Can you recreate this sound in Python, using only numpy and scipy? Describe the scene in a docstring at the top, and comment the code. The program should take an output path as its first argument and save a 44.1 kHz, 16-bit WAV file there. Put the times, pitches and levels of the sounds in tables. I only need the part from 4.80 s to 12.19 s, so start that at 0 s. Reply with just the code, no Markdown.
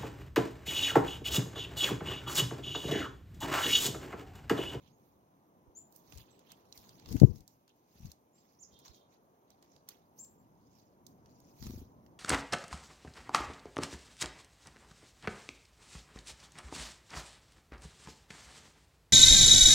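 """Small birds chirp, call and flutter in winter brush around a hand-held two-port microphone.
The voices are gliding whistles and pulsed buzzes; each wingbeat is a damped swing over stirred air.
Twigs, claws and husks tick as short noise bursts, and feathers and brush rustle as grainy hiss.
The draught of one wing thumps into the left port as a chirped ring.
Behind it all lies the far hush of a snowy wood, in slowly swelling noise."""
import sys
import numpy as np
from scipy import signal
from scipy.fft import rfft, irfft
from scipy.io import wavfile
from scipy.ndimage import uniform_filter1d

SR = 44100
rng = np.random.default_rng(int(sys.argv[2]) if len(sys.argv) > 2 else 0)


def digitize_waveform(pressure):
    """Quantize a signal to 16-bit integers and store it at the path in sys.argv[1].

    Rows of a 2-D input are taken as channels; values are limited to [-1, 1].
    """
    field = np.atleast_2d(pressure).T
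    bounded = np.clip(field, -1, 1)
    quanta = np.round(bounded * 32767).astype(np.int16)
    wavfile.write(sys.argv[1], SR, quanta)


N = 325899  # length in samples


def gain_of(db):
    """Amplitude factor of a level in dB."""
    return 10 ** (np.asarray(db) / 20)


def evened(x):
    """Signal scaled to an rms of 1."""
    return x / np.sqrt(np.mean(x ** 2) + 1e-20)


def read_curve(points, hz):
    """Value of a table of (Hz, value) points, interpolated over log frequency."""
    point_hz, value = np.transpose(points)
    return np.interp(np.log(hz + 1), np.log(point_hz + 1), value)


def ramp(hz, lo_hz, hi_hz):
    """Straight climb from 0 at lo_hz to 1 at hi_hz."""
    return np.clip((hz - lo_hz) / (hi_hz - lo_hz), 0, 1)


def swell(share, peak, start_db, end_db):
    """Level in dB that climbs from start_db to 0 at the share peak, then runs to end_db."""
    return np.interp(share, [0, np.clip(peak, .02, .98), 1], [start_db, 0, end_db])


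def sides(pan_db):
    """Gains of the two ports for a left-minus-right level, their mean being 1."""
    left = gain_of(pan_db)
    return np.array([2 * left / (1 + left), 2 / (1 + left)])


def add(mix, start_s, sound):
    """Lay a two-port sound into the mix, cut off at the end of the scene."""
    part = mix[:, round(start_s * SR):][:, :sound.shape[1]]
    part += sound[:, :part.shape[1]]


def unfold(rows):
    """Start time and sample-rate columns of a curve table."""
    s, *columns = np.transpose(rows)
    t = np.arange(s[0], s[-1], 1 / SR)
    return s[0], [np.interp(t, s, column) for column in columns]


def noise(colour, lo_hz, hi_hz, lift=lambda hz, t: 0, patchy_db=1., size=256):
    """Two-port noise in drifting patches, rms near 1 from lo_hz to hi_hz; lift(hz, t) colours it in dB."""
    # Likeness of the two ports. Each row: frequency in Hz, share of the left noise in the right (0-1)
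    likeness = [(60, 0.7), (300, 0.97), (1400, 0.47), (2500, 0.11), (5000, 0.14), (15000, .1)]
    right_lag_s = 3.5e-4
    hop = size // 4
    frames, hz = N // hop + 5, np.fft.rfftfreq(size, 1 / SR)
    a, b, c, d, patches = rng.standard_normal((frames, len(hz), 5)).T
    patches = uniform_filter1d(patches, size=5, axis=0)  # smooth over frequency
    patches = evened(uniform_filter1d(patches, size=12, axis=1))  # and over time

    same = np.clip(read_curve(likeness, hz), 0, 1)[:, None]
    lag = np.exp(-2j * np.pi * hz * right_lag_s)[:, None]
    left = a + 1j * b
    right = lag * same * left + np.sqrt(1 - same ** 2) * (c + 1j * d)

    shape = gain_of(read_curve(colour, hz))
    shape = shape / np.linalg.norm(shape[(hz >= lo_hz) & (hz < hi_hz)])
    lift_db = lift(hz[:, None], np.arange(frames) * hop / SR)
    spectrum = np.array([left, right]) * shape[:, None] * gain_of(lift_db + patchy_db * patches)
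    return signal.istft(spectrum, nperseg=size, noverlap=size - hop)[1][:, :N]


def hush():
    """Far wind in the trees and the hiss of the microphone; the bass swells on its own."""
    # Colour of wind and hiss. Each row: frequency in Hz, spectral level in dB per Hz
    hush_colour = [(15, -53), (25, -23), (118, -1), (288, -0.5), (483, -5), (831, -7), (979, -7),
                   (1320, -17.5), (1730, -24.5), (4730, -36.5), (6380, -27), (7510, -41.5), (11900, -32),
                   (15200, -40.5), (16500, -33)]
    # Slow swelling of the wind. Each row: time in seconds, level in dB, level of the bass in dB
    wind_swell = [(0.0, -67.5, -60), (0.49, -66.5, -67.5), (1.21, -64.5, -65), (1.87, -64, -66),
                  (2.32, -63, -55.5), (2.45, -63, -46.5), (2.65, -69, -65), (2.88, -70.5, -72),
                  (3.33, -68, -68.5), (3.5, -69.5, -70.5), (3.97, -65.5, -65.5), (4.49, -65.5, -69.5),
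                  (5.3, -66, -66), (5.6, -65, -60), (6.05, -67, -62.5), (6.4, -63, -57), (6.73, -64, -60),
                  (7.39, -62, -55)]
    s, db, bass_db = np.transpose(wind_swell)

    def lift(hz, t):
        bass = 1 - ramp(hz, 150, 390)
        wind_db = bass * np.interp(t, s, bass_db) + (1 - bass) * np.interp(t, s, db)
        steady = ramp(hz, 1300, 2500)  # the hiss above keeps one level
        return wind_db + (np.mean(db) - wind_db) * steady

    return noise(hush_colour, 200, 1200, lift, patchy_db=1.0, size=1024)


def trees(x):
    """Echoes from trunks and brush: sparse taps of random sign that die away."""
    length, spacing, t60_s = SR // 2, 20, 0.24  # length and spacing in samples
    taps = np.zeros((2, length))
    at = np.arange(60, length - 20, spacing) + rng.integers(0, spacing, (2, (length - 61) // spacing))
    np.put_along_axis(taps, at, rng.choice([-1., 1.], at.shape), 1)
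    taps = taps * gain_of(-60 * np.arange(length) / SR / t60_s)
    return signal.fftconvolve(x, taps / np.linalg.norm(taps[0]), axes=1)[:, :N]


def rustle():
    """Feathers and brush hiss in grains a few milliseconds long; the loudest bout rules the colour."""
    # Colour of brushed feathers. Each row: frequency in Hz, spectral level in dB per Hz
    feather_colour = [(530, -36), (900, 1), (1410, -8), (2420, -6.5), (3040, -7), (4150, -3), (5100, -4.5),
                      (6560, -2.5), (7770, -18.5), (14700, -2), (16000, -4.5)]
    # Bouts of rustling. Each row: loudest moment in seconds, level in dB, rise of 20 dB in seconds,
    # fall of 20 dB in seconds, sibilance in dB, treble in dB (both over the level), left minus right in dB
    bouts = [(0.075, -77, .2, .07, -4, -9, -9), (0.26, -89, .3, .15, 1, 4, -9),
             (1.0, -92, .1, .15, -1, 8, -8), (1.16, -80, .07, .14, 5, 9, -7),
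             (1.335, -71, .12, .2, 2, -2, -8), (1.4, -64, .04, .06, -7, -6, -8),
             (1.5, -76, .1, .3, -4, -11, -10), (1.67, -79, .06, .1, 2, -3, -8),
             (1.715, -62, .055, .035, -10, -13, -7), (1.77, -80, .05, .3, -2, -4, -9),
             (1.965, -72, .08, .3, 4, 1, -4), (2.09, -71, .2, .1, -3, -7, -4),
             (2.15, -80, .05, .1, 7, 3, -5), (2.2, -72, .04, .07, -2, -9, -10),
             (2.26, -72, .06, .1, -4, -11, -3), (2.315, -63.5, .07, .22, 4, 0, 2),
             (2.42, -66, .1, .045, -2, -6, -2), (2.57, -84, .2, .12, 13, 8, -4),
             (2.69, -86, .04, .15, 6, 5, -6), (2.895, -78, .04, .045, -10, -11, -5.5),
             (2.96, -93, .05, .1, 10, 4, -3), (3.17, -83, .12, .12, 3, 6, -6),
             (3.27, -72, .22, .08, 2, -3, -2), (3.31, -74, .1, .035, 3, -6, 0),
             (3.585, -81, .05, .2, 4, -3, -5), (3.7, -88, .1, .2, 8, 2, -6),
             (3.93, -83, .1, .12, 9, -3, -3), (4.0, -82, .03, .04, 10, 5, -1),
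             (4.055, -66, .02, .09, 4, -8, -3), (4.155, -81, .06, .1, 8, 2, -3),
             (4.335, -75, .06, .05, 2, -13, -5), (4.71, -79.5, .04, .09, -2.5, -7, -1.5),
             (4.84, -78.5, .05, .07, -2, -8.5, -1), (4.94, -82, .2, .14, 7, -7, -5),
             (5.09, -67, .02, .11, -2, -8, -8), (5.17, -92, .1, .3, 2, 8, -6),
             (5.39, -88, .05, .1, 21, 20, -6), (5.44, -89, .06, .25, 8, 10, -5.5),
             (6.0, -83, .3, .14, 8, -2, -5), (6.28, -87.5, .05, .12, 10, 6, 0),
             (6.5, -86, .12, .6, 6, -4, 0), (6.7, -85, .25, .1, 7, -2, 4),
             (6.84, -64.5, .075, .2, 2, -1, -4), (7.0, -75, .4, .07, 5, 5, -3),
             (7.25, -91, .1, .12, 2, 4, -5)]
    # Brush between the bouts: level in dB, sibilance in dB, treble in dB, left minus right in dB
    still_brush = (-98, -3, 5, -6)
    at, db, rise, fall, *traits = np.transpose(bouts)[:, :, None]
    s = np.arange(0, N / SR, .002)
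    power = gain_of(2 * (db - 20 * np.maximum((at - s) / rise, (s - at) / fall)))
    still = gain_of(2 * still_brush[0])
    total = power.sum(0) + still
    # each trait is averaged over the bouts by their power
    sibilance_db, treble_db, pan_db = [((power * trait).sum(0) + still * still_trait) / total
                                       for trait, still_trait in zip(traits, still_brush[1:])]

    def lift(hz, t):
        middle, high = ramp(hz, 4000, 5000), ramp(hz, 7000, 9000)
        sibilance = np.interp(t, s, sibilance_db)
        treble = np.interp(t, s, treble_db)
        # dull rustles are twigs that rasp near 3 kHz
        twig = np.exp(-((hz - 3150) / 450) ** 2) - .6 * (hz < 2500)
        twig_db = twig * np.clip(-.8 * sibilance, 0, 9)
        return middle * (1 - high) * sibilance + high * treble + twig_db

    t = np.arange(N) / SR
    grains = gain_of(1.6 * evened(uniform_filter1d(rng.standard_normal(N), size=150)))
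    hiss = noise(feather_colour, 2300, 3800, lift, patchy_db=3.5) * evened(grains)
    return hiss * np.interp(t, s, np.sqrt(total)) * sides(np.interp(t, s, pan_db))


def ticks():
    """Twigs, claws and husks: a sharp noise crack, then a weaker scrape that fades more slowly."""
    # Contacts in the brush. Each row: start in seconds, level in dB, treble above the middle in dB,
    # low body in dB, left minus right in dB
    contacts = [(1.124, -60, -4, -8, -11), (1.1613, -60, 12.5, -4, -18), (1.3227, -49.5, -13, 6.5, -15),
                (1.3743, -48.5, -6.5, -2, 3), (1.3815, -49, -8, -4, -6), (1.592, -59, -5, -6, -3),
                (1.718, -46.5, -4, -3, -4), (1.925, -43, -24, -17, -10), (1.9758, -46, -8.5, -11, -2.5),
                (2.0917, -47.5, -15, -8, -5), (2.197, -55, -15, 0, -3), (2.259, -49, -19, 3, -7),
                (2.2883, -49, -10, 0, -10), (2.326, -43, -5, -4, -3), (2.366, -48, -4, 9.5, -2),
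                (2.3996, -38.5, -8, -2.5, -2.5), (2.5584, -57, -8, -2, -8), (2.606, -56, -8, -6.5, -3),
                (2.6776, -50, -7.5, -20, -5), (2.8784, -60.5, -11, 2.5, -2.5),
                (2.8928, -64.5, -16, -1, -5.5), (3.257, -54, -10.5, -8, -6), (3.3165, -45, -8.5, -11, -5),
                (3.9402, -59, -19.5, -15, -3), (3.9894, -59.5, 2.5, -4, -4.5), (4.0497, -53, -24, -12, -4),
                (4.0799, -47.5, -18.5, -10, 0), (4.145, -56, -19, -7, -7.5), (4.7035, -57.5, -6, -1, -8),
                (4.8254, -58, -7, 3.5, -4.5), (4.9631, -57, -16.5, 1.5, -8),
                (5.0882, -39.5, -2.5, -3, -0.5), (5.4468, -56, 0, -3.5, -2), (6.2657, -46, -10, -21.5, -9),
                (6.4592, -61, -14, 3, -5), (6.6017, -62, -1.5, -6, -7), (6.8254, -46, -20, -5, -20),
                (6.867, -46.5, -9, 6.5, -2), (6.9064, -52, -14, 4, -1.5), (7.263, -63.5, -11, 6, -5)]
    # Common colour of the contacts. 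Each row: frequency in Hz, spectral level in dB per Hz
    tick_colour = [(350, -33), (600, -5), (2270, -10.5), (3780, -6.5), (4340, -3), (6640, -0.5),
                   (10000, -6), (14500, 1), (16000, -6)]
    crack_t60_s, scrape_t60_s, scrape_db = .016, .067, -24  # scrape level is relative to the crack
    size = 4096
    out, t = np.zeros((2, N)), np.arange(size) / SR
    hz = np.fft.rfftfreq(size, 1 / SR)
    crack = gain_of(-60 * t / crack_t60_s)
    scrape = gain_of(scrape_db - 60 * t / scrape_t60_s)
    shape = (1 - np.exp(-t / .0004)) * (crack + scrape)
    for s, db, treble_db, body_db, pan_db in contacts:
        tilt_db = treble_db * ramp(hz, 4700, 9670) + body_db * (1 - ramp(hz, 2930, 3782))
        colour = gain_of(read_curve(tick_colour, hz) + tilt_db)
        colour = colour / np.linalg.norm(colour[(hz > 3000) & (hz < 7500)])
        raw = irfft(rfft(rng.standard_normal((2, size))) * colour) * np.sqrt(len(hz))
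        add(out, s, gain_of(db) * raw * shape * sides(pan_db)[:, None])
    return out


def slaps():
    """The draught bulges the left membrane, sucks it out fast, then lets it swing more slowly."""
    # Gusts into the left port. Each row: deepest suction in seconds, level in dB,
    # ring settled on in Hz, length after the suction in seconds
    gusts = [(2.3564, -20, 69.5, 0.011), (2.4188, -2.5, 98, .008), (2.4272, -12.5, 176.7, 0.0041),
             (2.4338, -1.5, 121, 0.022)]
    # Partials of the membrane. Each row: multiple of the ring, level in dB
    membrane_modes = [(1, 0), (2.1, -15), (3.1, -19.5)]
    out, lead = np.zeros((2, N)), .004  # seconds ahead of the suction
    for s, db, ring_hz, length in gusts:
        t = np.arange(-lead, length, 1 / SR)
        hz = ring_hz + 110 * np.exp(-(np.maximum(t + 0.0014, 0) / 0.0034) ** 2)
        turn = 2 * np.pi * np.cumsum(hz) / SR
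        turn = turn - turn[round(lead * SR)]  # phase zero at the suction
        swing = sum(gain_of(mode_db) * np.cos(k * turn) for k, mode_db in membrane_modes)
        fade = np.clip((t + lead) / 0.0054, 0, 1) * np.clip((length - t) / 0.0062, 0, 1)
        shape = np.sin(np.pi / 2 * fade) ** 2 * gain_of(-230 * np.maximum(t, 0))  # loses 230 dB/s
        add(out, s - lead, -gain_of(db) * swing * shape * gain_of([[0], [-40]]))  # right 40 dB down
    return out


def wingbeats():
    """Each downstroke pushes, pulls hard and flutters out, with a softer upstroke behind it."""
    # Downstrokes of a near wing. Each row: time in seconds, level in dB, pitch in Hz,
    # left minus right in dB
    downstrokes = [(0.869, -57, 78, -20), (1.333, -49, 130, 14), (1.35, -45.5, 69, 14),
                   (1.379, -49, 117, 11), (1.402, -51.5, 90.5, 12), (1.97, -60.5, 62, 11),
                   (3.153, -57, 170, 1), (3.2018, -49.5, 180, 7), (3.219, -54, 181, 5),
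                   (3.2475, -40, 137, 12), (3.266, -46, 170, 12), (3.294, -53.5, 189.6, 12),
                   (3.919, -67, 66, 19), (4.088, -54, 76.5, -26), (6.809, -41.5, 89.5, 20),
                   (6.824, -39.5, 215, 4), (6.856, -36.5, 175, 7), (6.8654, -35, 196, 4),
                   (6.897, -33.5, 214, 4), (6.906, -37, 260, 4), (6.936, -36, 224, 3), (6.945, -43, 260, 3),
                   (6.976, -39, 224, -2.5), (6.985, -45, 260, 0), (7.016, -41, 238, 2),
                   (7.024, -45, 270, 2), (7.053, -50, 230, 2)]
    out, t = np.zeros((2, N)), np.arange(3000) / SR
    after = t - .023  # seconds from the middle of the upstroke
    upstroke = .4 * np.cos(2 * np.pi * 75 * after) * np.exp(-(after / .008) ** 2)
    for s, db, hz, pan_db in downstrokes:
        u = t * hz - .8  # cycles
        decay = np.where(u < .2, ((u - .2) / 0.46) ** 2, (u - .2) / .5)
        stroke = -np.sin(2 * np.pi * u) * np.exp(-decay)
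        beat = (stroke + upstroke) / abs(stroke).max()
        add(out, s - .002, gain_of(db) * beat * sides(pan_db)[:, None])
    return out


def stirred_air():
    """A flight leaves low, lumpy eddies; gentle air holds mostly the big, slow ones."""
    # Air stirred by each flight, one list a flight. Each row: time in seconds, level in dB,
    # left minus right in dB
    flight_curves = [
        [(1.27, -77, -1), (1.294, -67, 7), (1.35, -58, 5), (1.414, -63, 7.5), (1.47, -93, -1.5)],
        [(2.22, -81.5, -2), (2.315, -36, 12), (2.352, -30, 15), (2.385, -42, 12), (2.394, -60.5, 24.5),
         (2.418, -28, 36), (2.452, -26, 40), (2.478, -33.5, 37.5), (2.502, -31, 30.5), (2.542, -41.5, 22.5),
         (2.618, -52, 23), (2.66, -91, 3.5)],
        [(3.12, -92.5, -3), (3.158, -61, -2), (3.178, -75.5, 6), (3.252, -45, 4), (3.36, -86, 6)],
        [(6.76, -93, 0), (6.796, -57, 9), (6.862, -47, 2), (7.024, -55, 6), (7.062, -78, 5), (7.1, -74, 8)],
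    ]
    # Colour of the eddies. Each row: frequency in Hz, spectral level in dB per Hz
    eddy_colour = [(15, -45), (25, -4.5), (97, -4), (238, -15.5), (399, -22.5), (738, -44), (854, -45.5),
                   (1200, -55), (1560, -84.5), (2640, -120)]
    out = np.zeros((2, N))
    throb_db = 3 * np.cos(2 * np.pi * 25 * (np.arange(N) / SR - 6.92))  # eddies come once a wingbeat
    eddies = noise(eddy_colour, 40, 500, patchy_db=5.5, size=1024) * gain_of(throb_db)
    low_pass = signal.butter(2, 120, fs=SR, output="sos")
    slow = signal.sosfiltfilt(low_pass, eddies)
    for rows in flight_curves:
        s, (db, pan_db) = unfold(rows)
        cut = slice(round(s * SR), round(s * SR) + len(db))
        fast_share = np.clip((db + 64) / 55, .36, 1)
        part = slow[:, cut] + fast_share * (eddies - slow)[:, cut]
        add(out, s, gain_of(db) * part * signal.windows.tukey(len(db), .06) * sides(pan_db))
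    return out


def dees():
    """Hoarse buzzes: harmonics of an unevenly pulsing syrinx, shaped by throat resonances."""
    # Buzzy dee notes. Each row: start in seconds, length in seconds, level in dB,
    # loudest at share 0-1 of the length, level at the end in dB
    dee_notes = [(3.9, .14, -70.5, .48, -78), (4.11, .16, -73, .3, -86)]
    # Resonances of the throat. Each row: centre in Hz, width in Hz, level in dB
    throat = [(3260, 270, -1), (3720, 450, -1), (4200, 340, -7)]
    pulses_per_s, sag_per_s2 = 412, 85  # the pulse rate sags as the note goes on
    start_db, pan_db = -13, -8.5
    out = np.zeros((2, N))
    for s, length, db, peak, end_db in dee_notes:
        t = np.arange(0, length, 1 / SR)
        wobble = 1 + .021 * evened(uniform_filter1d(rng.standard_normal(8192), size=120))[:len(t)]
        rate = pulses_per_s - sag_per_s2 * t
        turn = 2 * np.pi * np.cumsum(rate * wobble) / SR
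        buzz = sum(gain_of(mode_db) / (1 + (2 * (k * rate - mode_hz) / width_hz) ** 2) * np.cos(k * turn)
                   for k in range(5, 13) for mode_hz, width_hz, mode_db in throat)
        level = gain_of(db + swell(t / length, peak, start_db, end_db - db))
        note = level * evened(buzz) * signal.windows.tukey(len(t), .3)
        add(out, s, note * sides(pan_db)[:, None])
    return out


def chirps():
    """Slightly husky whistles with a weak octave, whose pitch climbs to a top and drops at the end."""
    # Whistled chirps. Each row: start in seconds, length in seconds, top in Hz, climb to the top in Hz,
    # time of the climb in seconds, drop at the end in Hz, time of the drop in seconds, level in dB,
    # loudest at share 0-1 of the length, start relative to the level in dB, left minus right in dB
    whistles = [(0.11, .05, 6700, 700, .012, 50, .004, -80, .5, -8, -1),
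                (0.95, .048, 7350, 1200, .016, 500, .002, -49.5, .56, -13, 4),
                (1.505, .055, 7850, 550, .006, 100, .004, -74, .1, -3, -8),
                (2.405, .035, 7300, 500, .008, 100, .004, -70, .2, -3, 0),
                (3.53, .07, 7600, 800, .016, 50, .004, -75.5, .45, -5, -1),
                (3.788, .053, 7750, 2500, .012, 3200, .011, -52, .85, -18, -6),
                (5.385, .06, 7600, 2300, .009, 3300, .003, -49.5, .3, -9, 4),
                (5.58, .04, 7500, 700, .008, 100, .004, -80, .1, -3, 6)]
    octave_db, end_db = -29, -11
    out = np.zeros((2, N))
    for s, length, top_hz, climb_hz, climb_s, drop_hz, drop_s, db, peak, start_db, pan_db in whistles:
        t = np.arange(0, length, 1 / SR)
        hz = top_hz - climb_hz * np.exp(-t / climb_s) - drop_hz * np.exp((t - length) / drop_s)
        husk = 1 + 0.15 * evened(uniform_filter1d(rng.standard_normal(4096), size=60))[:len(t)]
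        turn = 2 * np.pi * np.cumsum(hz) / SR
        tone = husk * (np.sin(turn) + gain_of(octave_db) * np.sin(2 * turn))
        level = np.sqrt(2) * gain_of(db + swell(t / length, peak, start_db, end_db))
        note = level * tone * signal.windows.tukey(len(t), .09)
        add(out, s, note * sides(pan_db)[:, None])
    return out


def scene():
    """Voices and ticks with their echoes from the trees, over hush, rustle, wings and draught."""
    birds, cracks = dees() + chirps(), ticks()
    echoes = trees(gain_of(-0.5) * birds + gain_of(-15) * cracks)
    wings = wingbeats() + stirred_air()
    return hush() + echoes + rustle() + cracks + slaps() + wings + birds


def record(dry):
    """The microphone's bass cut at 38 Hz, then a steep band limit at 16.05 kHz."""
    bass_cut = signal.butter(3, 38, "high", fs=SR, output="sos")
    band_limit = signal.firwin(511, 16050, window=("kaiser", 9), fs=SR)
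    return signal.oaconvolve(signal.sosfilt(bass_cut, dry), band_limit[None], "same")


dry = scene()
out = record(dry)
digitize_waveform(out)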